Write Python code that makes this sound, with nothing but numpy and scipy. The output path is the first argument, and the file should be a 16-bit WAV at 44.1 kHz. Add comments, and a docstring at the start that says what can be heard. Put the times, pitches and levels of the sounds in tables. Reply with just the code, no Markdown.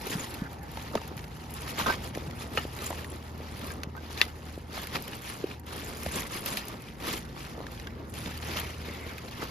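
"""A dog eats kibble, meat and bone from a bowl on concrete, close under a hand-held pair of microphones.
From the start its muzzle rummages and snuffles in crackly noise, jaws and food thud and wet lips tick.
Soon pieces slide on the floor as bands of friction; then bone cracks in snaps and short rings, hardest
near 4.2 s, and from 1.8 s on teeth or bone at times drag on the bowl and set its modes ringing.
Behind it all a far engine idles in low tones that come and go, over a low rumble and a fading road hiss."""
import sys
import numpy as np
from scipy import signal
from scipy.fft import rfft, irfft, next_fast_len
from scipy.io import wavfile
from scipy.ndimage import uniform_filter1d, map_coordinates

SR = 44100
rng = np.random.default_rng(int(sys.argv[2]) if len(sys.argv) > 2 else 0)


def transcribe(signal):
    """Save signal, clipped to [-1, 1], as a 16-bit WAV file at the path in sys.argv[1]."""
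    frames = np.atleast_2d(signal).T
    limited = np.clip(frames, -1, 1)
    pcm = np.round(limited * 32767).astype(np.int16)
    wavfile.write(sys.argv[1], SR, pcm)


N = 418950  # length in samples, 9.5 s


def amp(db):
    """Turns decibels into a gain."""
    return 10 ** (np.asarray(db) / 20)


def unit(x):
    """Scales a sound to an average (rms) strength of 1."""
    return x / np.sqrt(np.mean(x ** 2) + 1e-20)


def table(rows, at):
    """Reads every column after the first at the given places, with straight lines between rows."""
    first, *columns = np.transpose(rows)
    return [np.interp(at, first, column) for column in columns]


def wobble(rate):
    """Draws a smooth random curve through `rate` random points a second."""
    points = rng.standard_normal(int(N * rate / SR) + 4)
    return map_coordinates(points, [np.arange(N) * rate / SR])


def filtered(x, response):
    """Multiplies the spectrum of x by a (complex) response of frequency."""
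    size = next_fast_len(N + 8192)  # spare room so that the end does not wrap onto the start
    hz = np.fft.rfftfreq(size, 1 / SR)
    return irfft(rfft(x, size) * response(hz), size)[..., :N]


def colour(x, points):
    """Gives x a spectrum drawn through (frequency [Hz], level [dB]) points on a log axis, at rms 1."""
    point_hz, db = np.transpose(points)
    return unit(filtered(x, lambda hz: amp(np.interp(np.log(hz + 1), np.log(point_hz), db))))


def grit(rough_db, patchy_db, snaps, snap_db):
    """Makes two noises that share lumps, small snaps (so many a second) and patches of louder pitch."""
    lumps = amp(rough_db * (wobble(22) + 1.15 * wobble(70) + 0.57 * wobble(250)))
    sizes = (rng.random(N) < snaps / SR) * amp(snap_db + 10 * rng.random(N))
    fade = signal.lfilter([1], [1, -.98], sizes)  # each snap dies within a few milliseconds
    noise = rng.standard_normal((2, N)) * (lumps + fade)
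    spectrogram = signal.stft(noise, nperseg=256)[2]
    # random patches, smoothed over pitch and then over time
    field = rng.standard_normal(spectrogram.shape[1:])
    field = uniform_filter1d(field, size=3, axis=0)
    field = uniform_filter1d(field, size=5, axis=1)
    return signal.istft(spectrogram * amp(patchy_db * unit(field)), nperseg=256)[1][:, :N]


def add(track, s, sound):
    """Mixes a sound into a track at s seconds."""
    spot = track[..., round(s * SR):][..., :sound.shape[-1]]
    spot += sound[..., :spot.shape[-1]]


def stereo_spread(pair):
    """Spreads a common and an unrelated part over left and right, by likeness, phase and balance."""
    # stereo spread by frequency:
    # (frequency [Hz], likeness [0-1], phase by which right leads [rad], left over right [dB])
    spread = [(120, .92, 0, .5), (350, .8, 0, .7), (690, .5, .7, 0), (1150, .6, 1.5, -2.5),
              (1550, .7, 2.3, -4.5), (1850, .6, .4, 0), (2250, .75, 0, 1.5), (2800, .7, -.3, 3.5),
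              (3500, .4, -.7, 2), (5300, .2, .3, -.5), (7200, .6, 1.6, 0), (7800, .99, np.pi, 0),
              (9300, .99, np.pi, 0), (10500, .98, 2 * np.pi, 0), (13500, .98, 2 * np.pi, 0),
              (14500, .995, 3 * np.pi, 0), (16000, .998, 3 * np.pi, 0)]

    def parts(hz):
        alike, phase, db = table(spread, hz)
        turn = np.arccos(np.clip(alike, 0, 1)) / 2
        side = np.exp(np.outer([-1, 1], .5j * phase)) * amp(np.outer([.5, -.5], db))
        common = side * np.cos(turn)
        unrelated = side * np.sin(turn) * [[1], [-1]]
        return common, unrelated

    return filtered(pair[0], lambda hz: parts(hz)[0]) + filtered(pair[1], lambda hz: parts(hz)[1])


def yard():
    """Shapes noise into a nearly steady low rumble and a fading band of distant tyre hiss."""
    # spectrum of the outdoor rumble: (frequency [Hz], level [dB])
    rumble_shape = [(13, -60), (25, -26), (36, -16), (53, 3), (87, 1.5), (236, -4), (520, -13.5),
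                    (900, -27.5), (1500, -20.5), (2100, -24), (4400, -83), (8000, -64), (13600, -69),
                    (16000, -45)]
    # spectrum of the tyre hiss: (frequency [Hz], level [dB])
    road_shape = [(450, -42), (750, 10), (950, 10), (1300, -51)]
    # course of the tyre hiss: (time [s], level [dB])
    road_course = [(0, -52), (1.5, -54), (3.5, -57.5), (9.5, -62)]
    rumble_gain = amp(-46 + 1.5 * wobble(2.94))
    rumble = rumble_gain * colour(rng.standard_normal((2, N)), rumble_shape)
    road_db, = table(road_course, np.arange(N) / SR)
    road_gain = amp(road_db + 0.66 * wobble(2.9))
    return rumble + road_gain * colour(rng.standard_normal((2, N)), road_shape)


def engine():
    """Adds low tones at multiples of one unsteady rate; uneven running lifts those beside the firing tone."""
    # weak tones: (multiple of the base rate [number], level [dB], share of uneven running [0-1])
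    orders = [(3, -51.5, 0.74), (6, -51.5, 0.17), (7, -54, 0.37), (8, -52.5, 0.87), (12, -56.5, 0)]
    # course of the idle: (time [s], firing tone level before its trim [dB], uneven running [dB])
    idle = [(0.0, -70, -14), (0.4, -50.5, -2), (1.0, -53, -1), (1.5, -48, -2.5), (1.96, -49.5, 1),
            (3.23, -44, -5), (4.87, -46.5, -7.5), (5.32, -68, -14), (5.66, -46.5, -19), (6.06, -49, -8),
            (6.69, -75, -22), (7.1, -54, 3), (8.1, -47, 1), (8.49, -41, 6), (9.02, -48, -9.5),
            (9.5, -53, 5.5)]
    base_hz = 19.65  # half the shaft rate
    turn = 2 * np.pi * np.cumsum(base_hz * (1 + 0.003 * wobble(1.2))) / SR
    firing_db, uneven_db = table(idle, np.arange(N) / SR)
    firing_trim_db = 2.5
    out = amp(firing_db + firing_trim_db + 0.68 * wobble(5)) * np.sin(4 * turn)
    for order, db, share in orders:
        drift_db = 2 * wobble(0.806)  # each weak tone drifts on its own
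        # order squared only sets a different starting phase for each tone
        out = out + amp(db + share * uneven_db + drift_db) * np.sin(round(order) * turn + order ** 2)
    return out


def scrapes():
    """Rubs meat and bone over the concrete: bands of rough noise with soft ends."""
    # slides: (start [s], end [s], level [dB], centre of the band [Hz])
    slides = [(0.388, 0.482, -47.5, 1500), (0.612, 0.697, -55, 1680), (6.78, 6.897, -57.5, 2310),
              (8.468, 8.677, -49, 2180), (8.85, 9.194, -52.5, 2180)]
    width = 0.29  # of each of two equal filters in a row, as a share of the centre
    t, out = np.arange(N) / SR, 0
    rub = rng.standard_normal((2, N)) * amp(2.3 * wobble(60))
    for start, end, db, centre in slides:
        def band(hz):
            return (1j * hz / (centre ** 2 - hz ** 2 + 1j * hz * centre * width)) ** 2

        contact = uniform_filter1d(1. 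* ((t > start) & (t < end)), size=900)  # ends last about 20 ms
        out = out + amp(db) * contact * unit(filtered(rub, band))
    return out


def drags():
    """Drives the food-damped modes of the bowl with rough friction while teeth or bone touch it."""
    # modes of the bowl: (frequency [Hz], width [Hz], level [dB])
    bowl = [(530, 530, -14), (964, 260, 3), (1117, 47, 0), (1240, 68, 5), (1564, 32, 10), (1810, 61, -15)]
    # contacts: (start [s], end [s], level [dB])
    contacts = [(1.773, 1.82, -37), (1.861, 1.879, -26), (1.885, 1.906, -24), (2.573, 2.591, -35),
                (3.966, 3.98, -39), (4.769, 4.78, -43), (4.927, 4.97, -45), (7.07, 7.09, -41)]
    t = np.arange(N) / SR
    contact = sum(amp(db) * ((t > start) & (t < end)) for start, end, db in contacts)
    rub = rng.standard_normal((2, N)) * amp(4.2 * wobble(300))

    def modes(hz):
        total = 0
        for k, (centre, width, db) in enumerate(bowl):
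            damping = 1j * hz * width
            total = total + (-1) ** k * amp(db) * damping / (centre ** 2 - hz ** 2 + damping)
        return total

    return filtered(contact * rub / np.std(filtered(rub, modes)), modes)


def ticks():
    """Ticks of wet lips and crumbs: bursts of bright noise that die within milliseconds."""
    # ticks: (time [s], level before the trim [dB])
    lips = [(0.069, -22), (0.3431, -27), (0.5297, -34), (0.631, -36), (0.716, -32), (0.824, -30),
            (1.078, -28.5), (1.1686, -30), (1.5065, -31), (1.5395, -25), (1.699, -24), (2.765, -31),
            (2.788, -35), (3.379, -36), (3.966, -40), (4.2145, -29), (4.818, -26), (4.831, -28),
            (4.845, -35), (4.8708, -27), (4.97, -40), (5.023, -24), (5.0795, -27), (5.597, -32.5),
            (5.664, -36), (5.847, -32), (6.46, -14), (6.571, -19), (6.6538, -30), (6.683, -20.5),
            (6.821, -32.5), (7.0687, -22.5), (7.7184, -32.5), (8.3744, -27), (8.565, -24), (8.5987, -20),
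            (9.18, -34)]
    trim_db = -9.0
    out, t = np.zeros((2, N)), np.arange(SR // 50) / SR
    for s, db in lips:
        bright = np.diff(rng.standard_normal((2, len(t) + 1)))  # differences favour the treble
        add(out, s, amp(db + trim_db - 60 * t / 0.02) * bright)  # falls 60 dB in 20 ms
    return stereo_spread(out)


def thuds():
    """Thuds of jaws, tongue and dropped food: short tones that swell fast, sag in pitch and fade."""
    # thuds: (time of the peak [s], level [dB], pitch [Hz], width [cycles])
    contacts = [(0.071, -31, 420, 2.8), (0.105, -26, 330, 1.2), (0.156, -24, 174, 2.2),
                (0.4218, -20, 187, 1.3), (0.881, -39, 226, 2), (0.9445, -28, 450, 1.4),
                (0.9552, -15, 590, 2), (0.9592, -22, 340, 1), (0.9635, -29, 180, 1.2),
                (0.969, -34, 700, 1.5), (1.168, -30, 132.5, 1.3), (1.815, -25.5, 204, 1.3),
                (2.1753, -20, 470, 1.04), (2.279, -29.5, 149, 2), (2.5772, -23, 513, 3.2),
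                (2.6531, -23, 402, 0.77), (2.8237, -35, 495, 1.8), (2.906, -23.5, 640, 1.3),
                (2.9085, -28, 330, 0.98), (2.918, -30, 660, 2.3), (2.929, -28, 895, 2),
                (3.404, -28, 450, 0.88), (3.874, -28, 161, 0.8), (4.218, -28.5, 349, 1.4),
                (4.5782, -23.5, 350, 0.67), (4.778, -30, 769, 3), (4.952, -30, 349, 1.0),
                (5.443, -16.5, 380, 1.8), (5.51, -36, 220, 2.2), (6.064, -23.5, 617, 2),
                (6.068, -27.5, 190, 1.54), (6.08, -29.5, 76, 2.4), (6.3582, -33, 349, 1.9),
                (7.5804, -29, 511, 1.2), (7.6047, -25.5, 527, 0.6), (8.2638, -31, 240, 1.9),
                (8.8853, -28.5, 325, 1.2), (9.429, -33.5, 448, 1.3)]
    out, t = np.zeros(N), np.arange(-SR // 50, SR // 20) / SR
    for s, db, hz, cycles in contacts:
        u = t * hz / max(cycles, .5)  # time counted in widths
        shape = np.where(u < 0, np.exp(-8 * u ** 2), 1 / np.cosh(2.67 * u))
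        sagging = hz * t * (1 - 0.042 * np.tanh(u))
        add(out, s + t[0], amp(db) * shape * np.cos(2 * np.pi * sagging + rng.normal(0, 0.63)))
    return out


def cracks():
    """Breaks bone and kibble: a bright snap, a brief ring of the piece's modes, weak splintering noise."""
    # breaks: (time [s], level before the trims [dB], main pitch [Hz], time to fall 60 dB [s],
    # snap over that level [dB])
    breaks = [(0.7718, -27.5, 880, 0.039, -2), (0.879, -34.5, 4200, 0.015, -13),
              (0.9531, -10.5, 900, 0.016, -11), (0.9742, -28, 2700, 0.015, -14),
              (0.976, -21, 1240, 0.017, -22), (1.0155, -25, 876, 0.018, -9.5),
              (1.1774, -30, 2420, 0.0076, -2), (1.192, -29.5, 2200, 0.0076, -3),
              (1.241, -37.5, 2570, 0.019, 5.5), (1.7817, -22, 2250, 0.017, -17),
              (1.7965, -22, 1055, 0.049, -8), (1.8657, -14.5, 1000, 0.021, -6),
              (1.8725, -16, 1040, 0.02, -17), (1.924, -28, 2290, 0.031, 2), (2.1498, -35, 2500, 0.0084, 8),
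              (2.1724, -31, 2470, 0.01, -8), (2.31, -31.5, 1960, 0.014, -1),
              (2.5734, -15.5, 2480, 0.018, -9), (2.5742, -16.5, 1285, 0.024, -14),
              (2.5778, -22.5, 2925, 0.059, -14), (2.579, -29, 1827, 0.09, -20),
              (2.7896, -31, 3960, 0.015, -2), (2.9055, -25, 935, 0.03, -7), (2.9276, -30, 1980, 0.019, -6),
              (2.991, -31, 1680, 0.02, -8), (3.045, -27, 1890, 0.012, -4.5),
              (3.7041, -31.5, 1610, 0.071, -8), (3.8336, -19, 1300, 0.01, -5.5),
              (3.951, -29.5, 1280, 0.023, -27), (4.103, -33, 950, 0.034, -12), (4.175, -29, 4100, 0.02, 0),
              (4.206, -25, 1880, 0.046, -12), (4.2146, -5, 3580, 0.005, -28),
              (4.2146, -2.5, 2740, 0.011, -13), (4.2145, -11, 4450, 0.011, -18.5),
              (4.2143, -8.5, 2000, 0.011, -18), (4.2205, -21, 3540, 0.035, -18),
              (4.2222, -25.5, 2027, 0.07, -16), (4.871, -31, 2200, 0.022, 1), (5.133, -35, 2920, 0.038, 0),
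              (5.079, -32, 3200, 0.014, 0), (5.513, -26, 2370, 0.014, -12), (6.062, -20, 890, 0.013, -4.5),
              (6.4613, -27.5, 2620, 0.018, -1), (6.5713, -20, 2630, 0.01, -4),
              (6.572, -22, 4760, 0.014, -7), (6.886, -34, 3250, 0.012, -9.5), (7.0702, -36, 3510, 0.11, 0),
              (7.1363, -26.5, 1050, 0.018, 2.5), (7.667, -22.5, 1610, 0.0087, -11),
              (7.776, -40, 3300, 0.015, 0), (7.7981, -34, 3900, 0.015, 3), (7.821, -42, 2900, 0.03, -14),
              (7.8705, -29, 3240, 0.017, -4.5), (7.872, -28.5, 1580, 0.028, -19),
              (8.2598, -25, 3600, 0.012, -6), (8.376, -34, 4450, 0.019, -11),
              (9.182, -31.5, 2490, 0.025, -3)]
    # modes of a breaking piece: (ratio to the main pitch [number], level [dB])
    piece = [(.45, -20), (.63, -7), (.74, -9), (1, 2), (1.23, -18), (1.45, -7.5), (1.75, -16)]
    # spectrum of the snap: (frequency [Hz], level [dB])
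    snap_shape = [(800, -45), (1500, -1.5), (3000, -6), (5000, -10), (7500, -14.5), (16000, -25)]
    onset_cycles = 0.99  # a break swells over about one cycle of its pitch
    dull_hz = 5660  # modes above this hardly ring
    ring_trim_db, snap_trim_db = -4.5, -6.5
    out, snaps, t = np.zeros((2, N)), np.zeros(N), np.arange(SR // 10) / SR
    ratio, mode_db = np.transpose(piece)[..., None]
    bright = colour(rng.standard_normal((2, N)), snap_shape)
    quarter_turn = np.pi / 2 * np.arange(2)[:, None, None]  # sets the unrelated part apart
    for s, db, hz, t60, snap_db in breaks:
        chance = rng.standard_normal((2, 3, len(ratio), 1))
        mode_hz = hz * ratio * (1 + 0.01 * chance[0, 0])
        tone = np.sin(2 * np.pi * mode_hz * t + 0.8 * chance[:, 1] + quarter_turn)
        mode_gain = amp(mode_db + 1.1 * chance[:, 2]) / (1 + (hz * ratio / dull_hz) ** 10)
        ring = np.sum(mode_gain * tone, axis=1)
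        # the splintering roughens the ring itself
        splintering = amp(-32.0 - 60 * t / 0.018) * rng.standard_normal((2, len(t)))
        fade = amp(-60 * t / max(t60, .003)) + splintering
        onset = 1 - np.exp(-(t * hz / onset_cycles) ** 2)
        add(out, s, amp(db + ring_trim_db) * ring * fade * onset)
        add(snaps, s, amp(db + snap_db + snap_trim_db - 60 * t / 0.027))
    return stereo_spread(out + snaps * bright)


def crumbs(per_s, centre_hz, cycles, rise):
    """Scatters short damped tones of random pitch, size and time, as two parts of unlike phase."""
    when, pitch, size, turn = rng.random((3200, 4)).T[..., None]
    hz = centre_hz * amp(18 * (pitch - .5))  # up to 2.8 times lower or higher
    k = np.arange(600)  # samples within a grain
    live = np.arange(len(hz))[:, None] < per_s * N / SR  # only as many grains as the rate asks for
    u = k * hz / SR  # time counted in cycles
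    strength = amp(-2.6 * np.log(size + 0.059))  # few are loud
    grain = live * strength * np.exp(-2 * u / cycles) * (1 - np.exp(-12 * u / cycles))
    place = ((when * N).astype(int) + k).ravel()
    parts = []
    for lag in (0, 1):
        tone = np.sin(2 * np.pi * (u * (1 + rise * u / cycles) + lag * turn))
        parts.append(np.bincount(place, (grain * tone).ravel(), N)[:N])
    return unit(np.array(parts))


def muzzle():
    """Pushes and crushes food and snuffles: three gritty noises follow the shoves and steady mouthing."""
    # shoves into the food: (time of the peak [s], level [dB], rise [s], fall [s],
    # fizz over that level [dB], scuffle over that level [dB])
    shoves = [(0.11, -35, 0.12, 0.21, -5.5, -1.5), (0.772, -45, 0.076, 0.36, -10, -14),
              (0.96, -45, 0.053, 0.037, -24, 12), (1.08, -45, 0.052, 0.034, -16, -1),
              (1.181, -49, 0.018, 0.057, -4, -12), (1.545, -42.5, 0.0094, 0.19, -9, -16),
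              (1.712, -37.5, 0.12, 0.031, -6.5, -2.5), (1.797, -29, 0.041, 0.076, -12.5, -3),
              (1.87, -33, 0.01, 0.068, -25, 2.5), (1.94, -31, 0.063, 0.023, -13, -8),
              (2.067, -43, 0.16, 0.046, -5.5, 4.5), (2.165, -43, 0.035, 0.17, -9, 4.5),
              (2.42, -41, 0.057, 0.06, -8, 3), (2.55, -45, 0.1, 0.051, -2, 4.5),
              (2.581, -38, 0.057, 0.087, -8, 0.5), (2.806, -42, 0.062, 0.13, -20, -0.5),
              (2.858, -37.5, 0.11, 0.054, -3.5, -15), (2.983, -44, 0.19, 0.073, -3.5, -2),
              (3.137, -47.5, 0.064, 0.041, -4, 6), (3.71, -40.5, 0.22, 0.053, -9, 2.5),
              (4.113, -45, 0.022, 0.21, -3, -3), (4.215, -36, 0.12, 0.07, -19, -6.5),
              (4.452, -48, 0.098, 0.26, -7, 1.5), (4.765, -35.5, 0.049, 0.13, -12.5, -2.5),
              (4.955, -33.5, 0.036, 0.043, -15, 0.5), (5.138, -43, 0.21, .08, -8.5, 3),
              (5.29, -38.5, 0.089, 0.095, -3, -17), (5.517, -45, 0.48, 0.059, -13, 2),
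              (5.67, -43, 0.0063, 0.51, -5, -12), (5.731, -41.5, 0.054, 1, -8.5, 2),
              (6.04, -42, 0.028, 0.33, -2.5, -4), (6.174, -31, 0.044, 0.072, -6.5, -3),
              (6.352, -32.5, 0.049, 0.068, -9.5, -5.5), (6.481, -32, 0.045, 0.057, -6, -2.5),
              (6.583, -34, 0.078, 0.036, -9, -5.5), (6.697, -44, 0.14, 0.074, -14, -1),
              (7.004, -39, 0.0035, 0.21, -21, -2), (7.08, -32.5, 0.037, 0.052, -5, -2),
              (7.14, -33, 0.058, 0.048, -5, -1.5), (7.248, -46.5, 0.044, 0.021, -5, -2.5),
              (7.4, -40.5, 0.044, 0.13, -11.5, -3), (7.563, -48.5, 0.027, 0.26, -19, 8),
              (8.147, -41, 0.015, 0.34, -7.5, -13), (8.271, -37.5, 0.065, 0.067, -11, 0),
              (8.582, -33, 0.18, 0.11, -13, -4), (8.87, -43, 0.24, 1, -13, 1.5),
              (9.079, -41.5, 0.025, 0.041, -18, -1), (9.313, -46, 0.012, 0.16, -15, -6),
              (9.426, -34, 0.031, 0.035, -21, -1.5)]
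    # mouthing between shoves: (time [s], level [dB], fizz over it [dB], scuffle over it [dB])
    mouthing = [(0, -63, -12, -5), (.34, -48, -29, 4.5), (.69, -54.5, -5, 8), (.9, -49.5, -14, 0),
                (1.15, -54, -21, 10), (1.26, -50.5, -7, 2.5), (1.45, -47.5, -11, -0.5),
                (2.7, -57, -11, 13.5), (3.3, -48, -11.5, 3), (3.37, -53.5, -15, 9), (3.45, -48, -22, 3),
                (3.65, -54, -6, -2), (3.79, -51.5, -14, 9), (3.93, -57.5, -21, 11), (3.98, -54, -14, 9),
                (4.35, -62, -24, 12.5), (5.55, -70, -18, -9), (6.7, -54, -9, 6), (6.9, -53.5, -14, 6),
                (6.96, -61, -18, 10), (7.32, -54, -24, 5), (7.81, -50, -8, 3), (7.98, -53.5, -32, 10),
                (8.1, -54, -4, 9.5), (9.5, -75, -27, 24)]
    # spectra of the three noises: (frequency [Hz], level [dB])
    crunch_shape = [(500, -6.5), (1000, -2), (1500, -3), (2600, -2.5), (3500, -5), (5000, -6.5),
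                    (7000, -15.5), (9000, -17)]
    fizz_shape = [(3000, -12), (5500, -7.5), (8000, 3), (12000, -4), (15000, -13.5), (16000, -0.5)]
    scuffle_shape = [(90, -9.5), (200, 1), (400, -0.5), (800, -8.5), (1300, -9), (2500, -48)]
    swell_db = 10  # a shove lies this far under its peak one rise before and one fall after it
    swell_curve = 1.19  # over 1: round at the peak, steep at the ends

    t = np.arange(0, N + 64, 64) / SR  # the levels are worked out every 64 samples
    s, db, rise, fall, fizz_db, scuffle_db = np.transpose(shoves)[..., None]
    distance = np.where(t < s, (s - t) / np.abs(rise), (t - s) / np.abs(fall))
    shove_db = db - swell_db * distance ** swell_curve
    level_db, *over_db = table(mouthing, t)
    gains = []
    for shove_over, mouthing_over in zip((0, fizz_db, scuffle_db), (0, *over_db)):
        shove_power = np.sum(amp(shove_db + shove_over) ** 2, axis=0)
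        mouthing_power = amp(level_db + mouthing_over) ** 2
        gains.append(np.interp(np.arange(N) / SR, t, np.sqrt(shove_power + mouthing_power)))

    crunch = amp(-3.5) * colour(grit(rough_db=1.63, patchy_db=2.5, snaps=40, snap_db=-3.0), crunch_shape)
    fizz = amp(1.0) * colour(grit(rough_db=2.0, patchy_db=5.5, snaps=80, snap_db=6.0), fizz_shape)
    scuffle = amp(-3.5) * colour(grit(rough_db=1.5, patchy_db=1.5, snaps=37, snap_db=-2.0), scuffle_shape)
    dry_crumbs = amp(-10) * crumbs(per_s=260, centre_hz=2960, cycles=2.04, rise=0)
    # wet pops ring longer and rise a little in pitch
    wet_pops = amp(-14) * crumbs(per_s=200, centre_hz=2818, cycles=27, rise=.03)
    return gains[0] * (crunch + dry_crumbs + wet_pops) + gains[1] * fizz + gains[2] * scuffle


def scene():
    """Mixes the dog near by with the yard behind; thuds and engine are equal on both sides."""
    wide = stereo_spread(yard() + scrapes() + drags() + muzzle())
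    return wide + engine() + ticks() + thuds() + cracks()


def record(dry):
    """Keeps nothing at or above the band limit."""
    top_hz = 15950
    return filtered(dry, lambda hz: hz < top_hz)


dry = scene()
out = record(dry)
transcribe(out)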